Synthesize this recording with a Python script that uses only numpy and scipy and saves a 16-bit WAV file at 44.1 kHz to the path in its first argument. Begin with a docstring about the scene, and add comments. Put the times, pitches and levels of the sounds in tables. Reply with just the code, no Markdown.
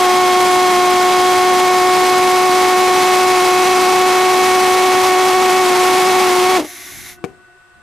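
"""Homemade pulsejet in a yard

Outdoors, two microphones stand before a droning pulsejet so loud that it overloads them.
Each cycle is a tailpipe blast and a shorter intake blast, shaken by turbulent burning, with rush and rasp.
It flames out; gas hisses until its valve is shut, and open flame rumbles at the mouth as coloured noise.
The flame pops back into the tube, whose narrow wavering tones sing on faintly over the quiet yard."""
import sys
import numpy as np
from scipy import signal
from scipy.fft import rfft, irfft, next_fast_len
from scipy.io import wavfile

SR = 44100
rng = np.random.default_rng(int(sys.argv[2]) if len(sys.argv) > 2 else 0)


def log_audio(samples):
    """Write samples as a 16-bit WAV file to the path given in sys.argv[1]."""
    # one column per channel
    frames = np.atleast_2d(samples).T
    # limit to full scale, then quantise
    limited = np.clip(frames, -1, 1)
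    pcm = np.round(limited * 32767).astype(np.int16)
    wavfile.write(sys.argv[1], SR, pcm)


N = 344862
TIME = np.arange(N) / SR  # s


def amp(db):
    """Decibels to a pressure factor."""
    return 10 ** (np.asarray(db) / 20)


def evened(x):
    """Scales to rms 1."""
    return x / np.sqrt(np.mean(x ** 2) + 1e-20)


def colour(points, hz):
    """Gain of a spectrum table at the given frequencies, straight in dB over log frequency."""
    f, db = np.transpose(points)
    return amp(np.interp(np.log(hz + 1), np.log(f + 1), db))


def noise(points, apart):
    """Coloured noise at two microphones, rms 1; apart is the size of what differs between them."""
    size = next_fast_len(N)
    gain = colour(points, np.fft.rfftfreq(size, 1 / SR))
    spectrum = rfft(rng.standard_normal((2, size))) * gain
    shared, differing = irfft(spectrum, size)[:, :N]
    return evened(np.array([shared + apart * differing, shared - apart * differing]))


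def wander(hz):
    """Slow chance of rms 1, up to about hz."""
    size = next_fast_len(N)
    slowing = 1 + (np.fft.rfftfreq(size, 1 / SR) / hz) ** 2
    return evened(irfft(rfft(rng.standard_normal(size)) / slowing, size)[:N])


def ramp(start, end):
    """Rises in a straight line from 0 to 1 between two times."""
    return np.clip((TIME - start) / max(end - start, 1 / SR), 0, 1)


def swell(s, rise, fade):
    """Grows to 1 at time s and dies away again."""
    return np.exp(-abs(TIME - s) / np.where(TIME < s, rise, fade))


# the flame-out: when it begins, how long the slowing takes, and the share of the rate lost
FLAME_OUT_S, SLOWING_S, SLOWING_SHARE = 6.57, 0.028, 0.18


def faltering():
    """Share by which the firing has slowed: zero until the flame-out."""
    return SLOWING_SHARE * ramp(FLAME_OUT_S, FLAME_OUT_S + SLOWING_S)


# stumbles of the firing rate: t/s of the deepest sag, sag f/Hz, recovery t/s
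STUMBLE_TIMES = [(0.731, 4.2, 0.23), (3.38, 2.95, 0.27), (5.649, 7.4, .2), (6.261, 9, 0.079),
                 (6.39, 9, 0.0398)]
SAG_S = 0.04034  # time taken to sag


def sag():
    """Hz by which the stumbles pull the firing rate down: a quick fall and a decaying recovery."""
    total = 0
    for s, hz, recovery in STUMBLE_TIMES:
        recovering = np.exp(-np.maximum(TIME - s, 0) / recovery)
        total = total + hz * ramp(s - SAG_S, s) * recovering
    return total


# the tube passes from warm to glowing; later the mixture drifts and the engine runs ragged (from s, to s)
GLOW_S = (1.5, 3)
RAGGED_S = (4.5, 5.7)
# turbulence when warm, then what the glow, ragged running and each Hz of sag add
TURBULENCE_DB, GLOW_DB, RAGGED_DB, SAG_DB_PER_HZ = 0.03, 1.3, 0.55, 0.1


def turbulence_db():
    """The burning roughens as the tube glows, as the mixture drifts and in each stumble."""
    heat_and_mixture = GLOW_DB * ramp(*GLOW_S) + RAGGED_DB * ramp(*RAGGED_S)
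    return TURBULENCE_DB + heat_and_mixture + SAG_DB_PER_HZ * sag()


# last gasps of the dying engine: t/s of the peak, level/dB re its running strength
LAST_GASPS = [(6.598, 5), (6.624, -5), (6.648, -8)]
DYING_DB_PER_S = 604


def strength_db():
    """Steady while the engine runs, then a few ever weaker gasps."""
    running = -DYING_DB_PER_S * np.maximum(TIME - LAST_GASPS[0][0], 0)
    gasps = [db - DYING_DB_PER_S * abs(TIME - s) for s, db in LAST_GASPS]
    return np.max([running] + gasps, axis=0)


# background of the quiet yard: f/Hz, relative level/dB per Hz
YARD_COLOUR = [(40, -1), (130, 0), (250, -12), (600, -5), (1500, 0), (2200, -8), (3500, -12.5),
               (6800, -20.5), (8200, -12.5), (9500, -22), (15000, -33)]


def yard(yard_db=-52.5):
    """Steady faint air of the place, independent noise at each microphone."""
    return amp(yard_db) * noise(YARD_COLOUR, apart=1.0)


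# surges of the draught: t/s of the middle, level/dB above the settling flow, length t/s
DRAUGHT_SURGES = [(7.185, 8, .01), (7.47, 3.5, 0.043)]
# steady level, and the extra flow at the flame-out with its decay time
DRAUGHT_DB, AFTERFLOW_DB, AFTERFLOW_S = -48.5, 12, 0.19


def draught_db():
    """Air flow through the tube: it settles after the flame-out and surges now and then."""
    afterflow = AFTERFLOW_DB * np.exp(-np.maximum(TIME - LAST_GASPS[0][0], 0) / AFTERFLOW_S)
    surges = sum(db * np.exp(-((TIME - s) / length) ** 2) for s, db, length in DRAUGHT_SURGES)
    return DRAUGHT_DB + afterflow + surges


# tones of the tube singing in the draught: f/Hz, width f/Hz, relative level/dB at the end, growth dB per s
SINGING_TONES = [(359, 10.26, -9.5, -10.5), (716, 8.7, -9.5, -7), (1134, 19.4, -15, -10),
                 (1227, 2.5, -14, 5), (1490, 2.6, 4.5, 7), (1900, 2.7, -13, 5), (1800, 14, -24, -5),
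                 (2030, 3.4, -19, -3), (2670, 2.3, -12.5, -1)]


def tube(tube_db=-2, waver=0.055):
    """Narrow tones of the tube under a weak draught; the broader a tone, the more it wavers."""
    tones, power = np.zeros(N), np.zeros(N)
    for hz, width, db, growth in SINGING_TONES:
        size = amp(db + growth * (TIME - TIME[-1]))
        turns = np.cumsum(hz + width / 2 * wander(19.0)) / SR
        tones += size * (1 + waver * width * wander(18)) * np.sin(2 * np.pi * turns)
        power += size ** 2 / 2
    # the table sets only the balance of the tones; the draught sets the level
    level = ramp(FLAME_OUT_S, LAST_GASPS[0][0]) * amp(tube_db + draught_db())
    return tones / np.sqrt(power) * level * amp([[1], [-1]])  # left, right dB


# pops of the flame: t/s, level/dB before the side gains, length of the push t/s
FLAME_POPS = [(7.2412, -11.5, 0.0017), (7.2464, -10, 0.0017)]


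def flashback(flashback_db=-33, swell_s=0.019, note_hz=340):
    """The flame runs back up the tube, and the air column swells just before the pop."""
    before = TIME - FLAME_POPS[0][0]
    growth = np.exp(-abs(before) / swell_s) * (before < 0)
    return amp(flashback_db) * growth * np.sin(2 * np.pi * note_hz * before) * amp([[2], [-3]])


# the air column that the pop rings: f/Hz, level/dB before the side gains, t60/s
COLUMN_MODES = [(385, -22.5, 0.19), (470, -21.5, 0.085), (750, -35, 0.24), (1100, -22, 0.026),
                (2300, -24, 0.027)]


def pop(crack_db=-9, crack_s=0.0044, echo_db=-31, echo_s=0.06):
    """Unburnt gas ignites: a push of air, a crack, a short ring and a scatter from the yard."""
    bursts = np.zeros((2, N))
    # f/Hz, relative level/dB per Hz
    grit_colour = [(100, 6), (400, 7), (1100, -10), (2500, -13), (3300, -23), (8000, -25), (15000, -38)]
    grit = noise(grit_colour, apart=0.49)
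    for s, db, length in FLAME_POPS:
        t = np.maximum(TIME - s, 0)
        onset = 1 - np.exp(-t / 0.00007)
        push = (1 - t / length) * np.exp(-t / length) * onset
        scatter = amp(crack_db) * np.exp(-t / crack_s) + amp(echo_db) * np.exp(-t / echo_s)
        bursts += amp(db) * (t > 0) * (push + scatter * grit)
    t = np.maximum(TIME - FLAME_POPS[0][0], 0)
    ring = sum(amp(db - 60 * t / t60) * np.sin(2 * np.pi * hz * t) for hz, db, t60 in COLUMN_MODES)
    thump = signal.lfilter(*signal.butter(1, 150, "high", fs=SR), bursts + ring)
    return thump * amp([[3], [-4]])


# flares of the open flame: t/s of the peak, level/dB before the flame gain, rise t/s, fade t/s
FLAME_FLARES = [(6.65, -54, .1, 0.26), (6.98, -45, .09, 0.2), (7.3, -51, .04, 0.035),
                (7.78, -53, .025, .04)]
# colour of the open flame: f/Hz, relative level/dB per Hz
FLAME_RUMBLE = [(25, -8), (90, 1), (150, -2), (270, -6), (400, -12), (1000, -41), (8000, -80)]


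def flame(flame_db=1):
    """Soft rumble of the flame that flares at the mouth of the tube."""
    size = sum(amp(db) * swell(s, rise, fade) for s, db, rise, fade in FLAME_FLARES)
    return amp(flame_db) * size * noise(FLAME_RUMBLE, apart=1.0)


# gas escaping unburnt from the jet: f/Hz, relative level/dB per Hz
GAS_HISS = [(200, -27), (280, 0), (460, -21), (700, -6.5), (1200, -10), (1700, -1.5), (2100, 6),
            (2500, -4.5), (3200, -7), (3700, -1.5), (4700, -8.5), (6000, -1), (7400, -6.5), (8700, -13),
            (11000, -0.5), (15000, -17)]
GAS_ON_S, GAS_RISE_S = 6.58, 0.094
# start of the closing, and the loss in dB reached one turn time later
VALVE_S, VALVE_TURN_S, VALVE_SHUT_DB = 7.09, 0.095, -32


def gas(gas_db=-34):
    """Fuel hisses through the jet until the valve shuts, slowly at first and then quickly."""
    closing = np.maximum(TIME - VALVE_S, 0) / VALVE_TURN_S
    flow = ramp(GAS_ON_S, GAS_ON_S + GAS_RISE_S) * amp(VALVE_SHUT_DB * closing ** 2)
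    return flow * amp(gas_db + .5 * wander(30)) * noise(GAS_HISS, apart=0.28)


# the firing rate climbs steadily as the tube heats
FIRING_HZ, CLIMB_HZ_PER_S = 364.3, 1.05


def firing(jitter=0.0079, stumble=0.49, sway=0.029):
    """Count of cycles; turbulence shakes the timing, which stumbles as the engine dies."""
    turbulence = amp(turbulence_db() - np.mean(turbulence_db()))
    rate = (FIRING_HZ + CLIMB_HZ_PER_S * TIME - sag()) * (1 - faltering())
    turns = np.cumsum(rate) / SR
    shaking = (jitter * turbulence + stumble * faltering()) * wander(120)
    swaying = sway * turbulence ** 4 * wander(14.3)
    return turns + shaking + swaying


# airy rush around the jet: f/Hz, relative level/dB per Hz
RUSH_COLOUR = [(30, -14), (60, -1), (160, 9), (300, 17), (600, 10.5), (850, 6), (1500, 8), (4000, -3),
               (9000, -4), (15000, -66)]


def rush(turns, rush_db=-26, pulsing=0.32):
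    """Airy noise of the jet stream, pulsing with the firing and different at each microphone."""
    puffs = (1 + pulsing * np.cos(2 * np.pi * (turns - .15))) * amp(-90 * faltering())
    level = amp(rush_db + strength_db() + 1 * wander(34))
    return level * puffs * noise(RUSH_COLOUR, apart=1) * amp([[1], [-1]])


# metallic rasp of the blast fronts: f/Hz, rms level/dB while the tube warms, rms level/dB when it is hot
RASP_OVERTONES = [(2570, -55, -37), (3290, -35, -58), (3660, -45, -42), (4040, -44, -43), (5140, -40, -41),
                  (5870, -43, -39), (6240, -42, -49), (6970, -47, -44), (7340, -44, -54)]


def rasp(turns, blur=0.5, ragged_db=-6):
    """High overtones of the firing, which shift with heat and drown in turbulence."""
    heat, overtones = ramp(*GLOW_S), np.zeros(N)
    mean_hz = FIRING_HZ + CLIMB_HZ_PER_S * np.mean(TIME)
    for hz, warm_db, hot_db in RASP_OVERTONES:
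        multiple = np.round(hz / mean_hz)  # the nearest harmonic is what sounds
        phase = 2 * np.pi * multiple * turns + blur * wander(40)
        overtones += amp(warm_db + heat * (hot_db - warm_db)) * np.sin(phase)
    fading = amp(ragged_db * ramp(*RAGGED_S)) * (1 - faltering() / SLOWING_SHARE)
    return np.sqrt(2) * overtones * fading


def blast(turns, length, edge):
    """One steep-sided plateau of pressure a cycle; length and edge are in cycles."""
    from_centre = abs((turns + .5) % 1 - .5)
    return 1 + np.tanh((length / 2 - from_centre) / edge)


# turbulent roar: f/Hz, relative level/dB
ROAR_COLOUR = [(40, -18.5), (280, -2.5), (450, -5), (650, -7.5), (830, 5.5), (1050, -2), (1300, 2),
               (1600, -1), (2200, 1), (3000, -3.5), (5000, -6), (9000, -12), (15000, -22)]
# both blasts lengthen steadily: length at the start, growth per second
TAILPIPE_CYCLES, TAILPIPE_CYCLES_PER_S = 0.26, 0.0031
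INTAKE_CYCLES, INTAKE_CYCLES_PER_S = .21, .0055


def engine(turns, edge=0.023, intake_lag=0.348, roar_db=-7, drive_db=-4, rest=0.86, surge_depth=0.32, surge_at=0.076):
    """Tailpipe and intake blasts with roar at the microphones, in units of their overload point."""
    # a stumbling or dying engine loses its steep fronts
    edge = edge + 0.0017 * sag() * ramp(*RAGGED_S) + 0.8 * abs(faltering())
    tailpipe_length = TAILPIPE_CYCLES + TAILPIPE_CYCLES_PER_S * TIME + 0.0022 * wander(320)
    tailpipe = blast(turns, tailpipe_length, edge)
    # the intake blast follows sooner once the gas in the tube is hot, and then in each stumble
    lag = intake_lag + 0.01 * (1 - ramp(*GLOW_S)) - 0.0033 * sag() * ramp(*GLOW_S)
    intake_length = INTAKE_CYCLES + INTAKE_CYCLES_PER_S * TIME + 0.0037 * wander(200)
    intake = blast(turns - lag, intake_length, edge)
    # the roar surges once a cycle, as the gas leaves the tube
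    surge = 1 + surge_depth * np.cos(2 * np.pi * (turns - surge_at))
    roar_level = amp(roar_db + turbulence_db() + 1.24 * wander(37))
    roar = roar_level * surge * noise(ROAR_COLOUR, apart=0.27)
    pressure = rest - tailpipe - intake + roar * amp(-45 * faltering())
    return amp(drive_db + strength_db()) * pressure


# colour of the microphones: f/Hz, level/dB
MICROPHONE_COLOUR = [(150, -2), (370, 4), (730, 4.5), (1100, 4.5), (1600, 0.5), (2200, 1), (4000, 2),
                     (8000, 2), (12000, 4.5), (15500, 0.5)]


def overload(pressure, ceiling_db=-9.5, low_cut_hz=150):
    """The microphones flatten the blasts; their bass cut makes each flat top sag."""
    # doubling the sample rate keeps the clipping from folding back
    doubled = signal.resample_poly(pressure, 2, 1, axis=1)
    flat = signal.resample_poly(np.tanh(doubled), 1, 2, axis=1)
    sagging = signal.lfilter(*signal.butter(1, low_cut_hz, "high", fs=SR), flat)
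    # minimum phase, so that the response comes after each front
    log_gain = np.log(colour(MICROPHONE_COLOUR, abs(np.fft.fftfreq(2048, 1 / SR))))
    causal = np.fft.ifft(np.exp(np.conj(signal.hilbert(log_gain)))).real
    response = causal[None, :len(causal) // 2]
    return amp(ceiling_db) * signal.oaconvolve(sagging, response, axes=1)[:, :N]


# how the wall and the ground favour one microphone: f/Hz, left minus right level/dB
SIDE_LEAN = [(150, 5.5), (370, 2), (730, -1.5), (1100, 0), (2000, -0.5)]


def lean(pair):
    """Raises each frequency on one side and lowers it on the other, half the difference each."""
    size = next_fast_len(N)
    tilt = np.sqrt(colour(SIDE_LEAN, np.fft.rfftfreq(size, 1 / SR)))
    return irfft(rfft(pair, size) * np.array([tilt, 1 / tilt]), size)[:, :N]


def scene():
    """The overloading engine, then the small sounds that it leaves."""
    turns = firing()
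    running = lean(overload(engine(turns))) + rasp(turns) + rush(turns)
    aftermath = gas() + flame() + tube() + flashback() + pop()
    return yard() + aftermath + running


EDGE_HZ = 15500


def record(dry):
    """Low-pass at the upper band limit of the microphone chain."""
    low_pass = signal.firwin(511, EDGE_HZ, window=("kaiser", 9), fs=SR)
    return signal.oaconvolve(dry, low_pass[None], "same")


dry = scene()
out = record(dry)
log_audio(out)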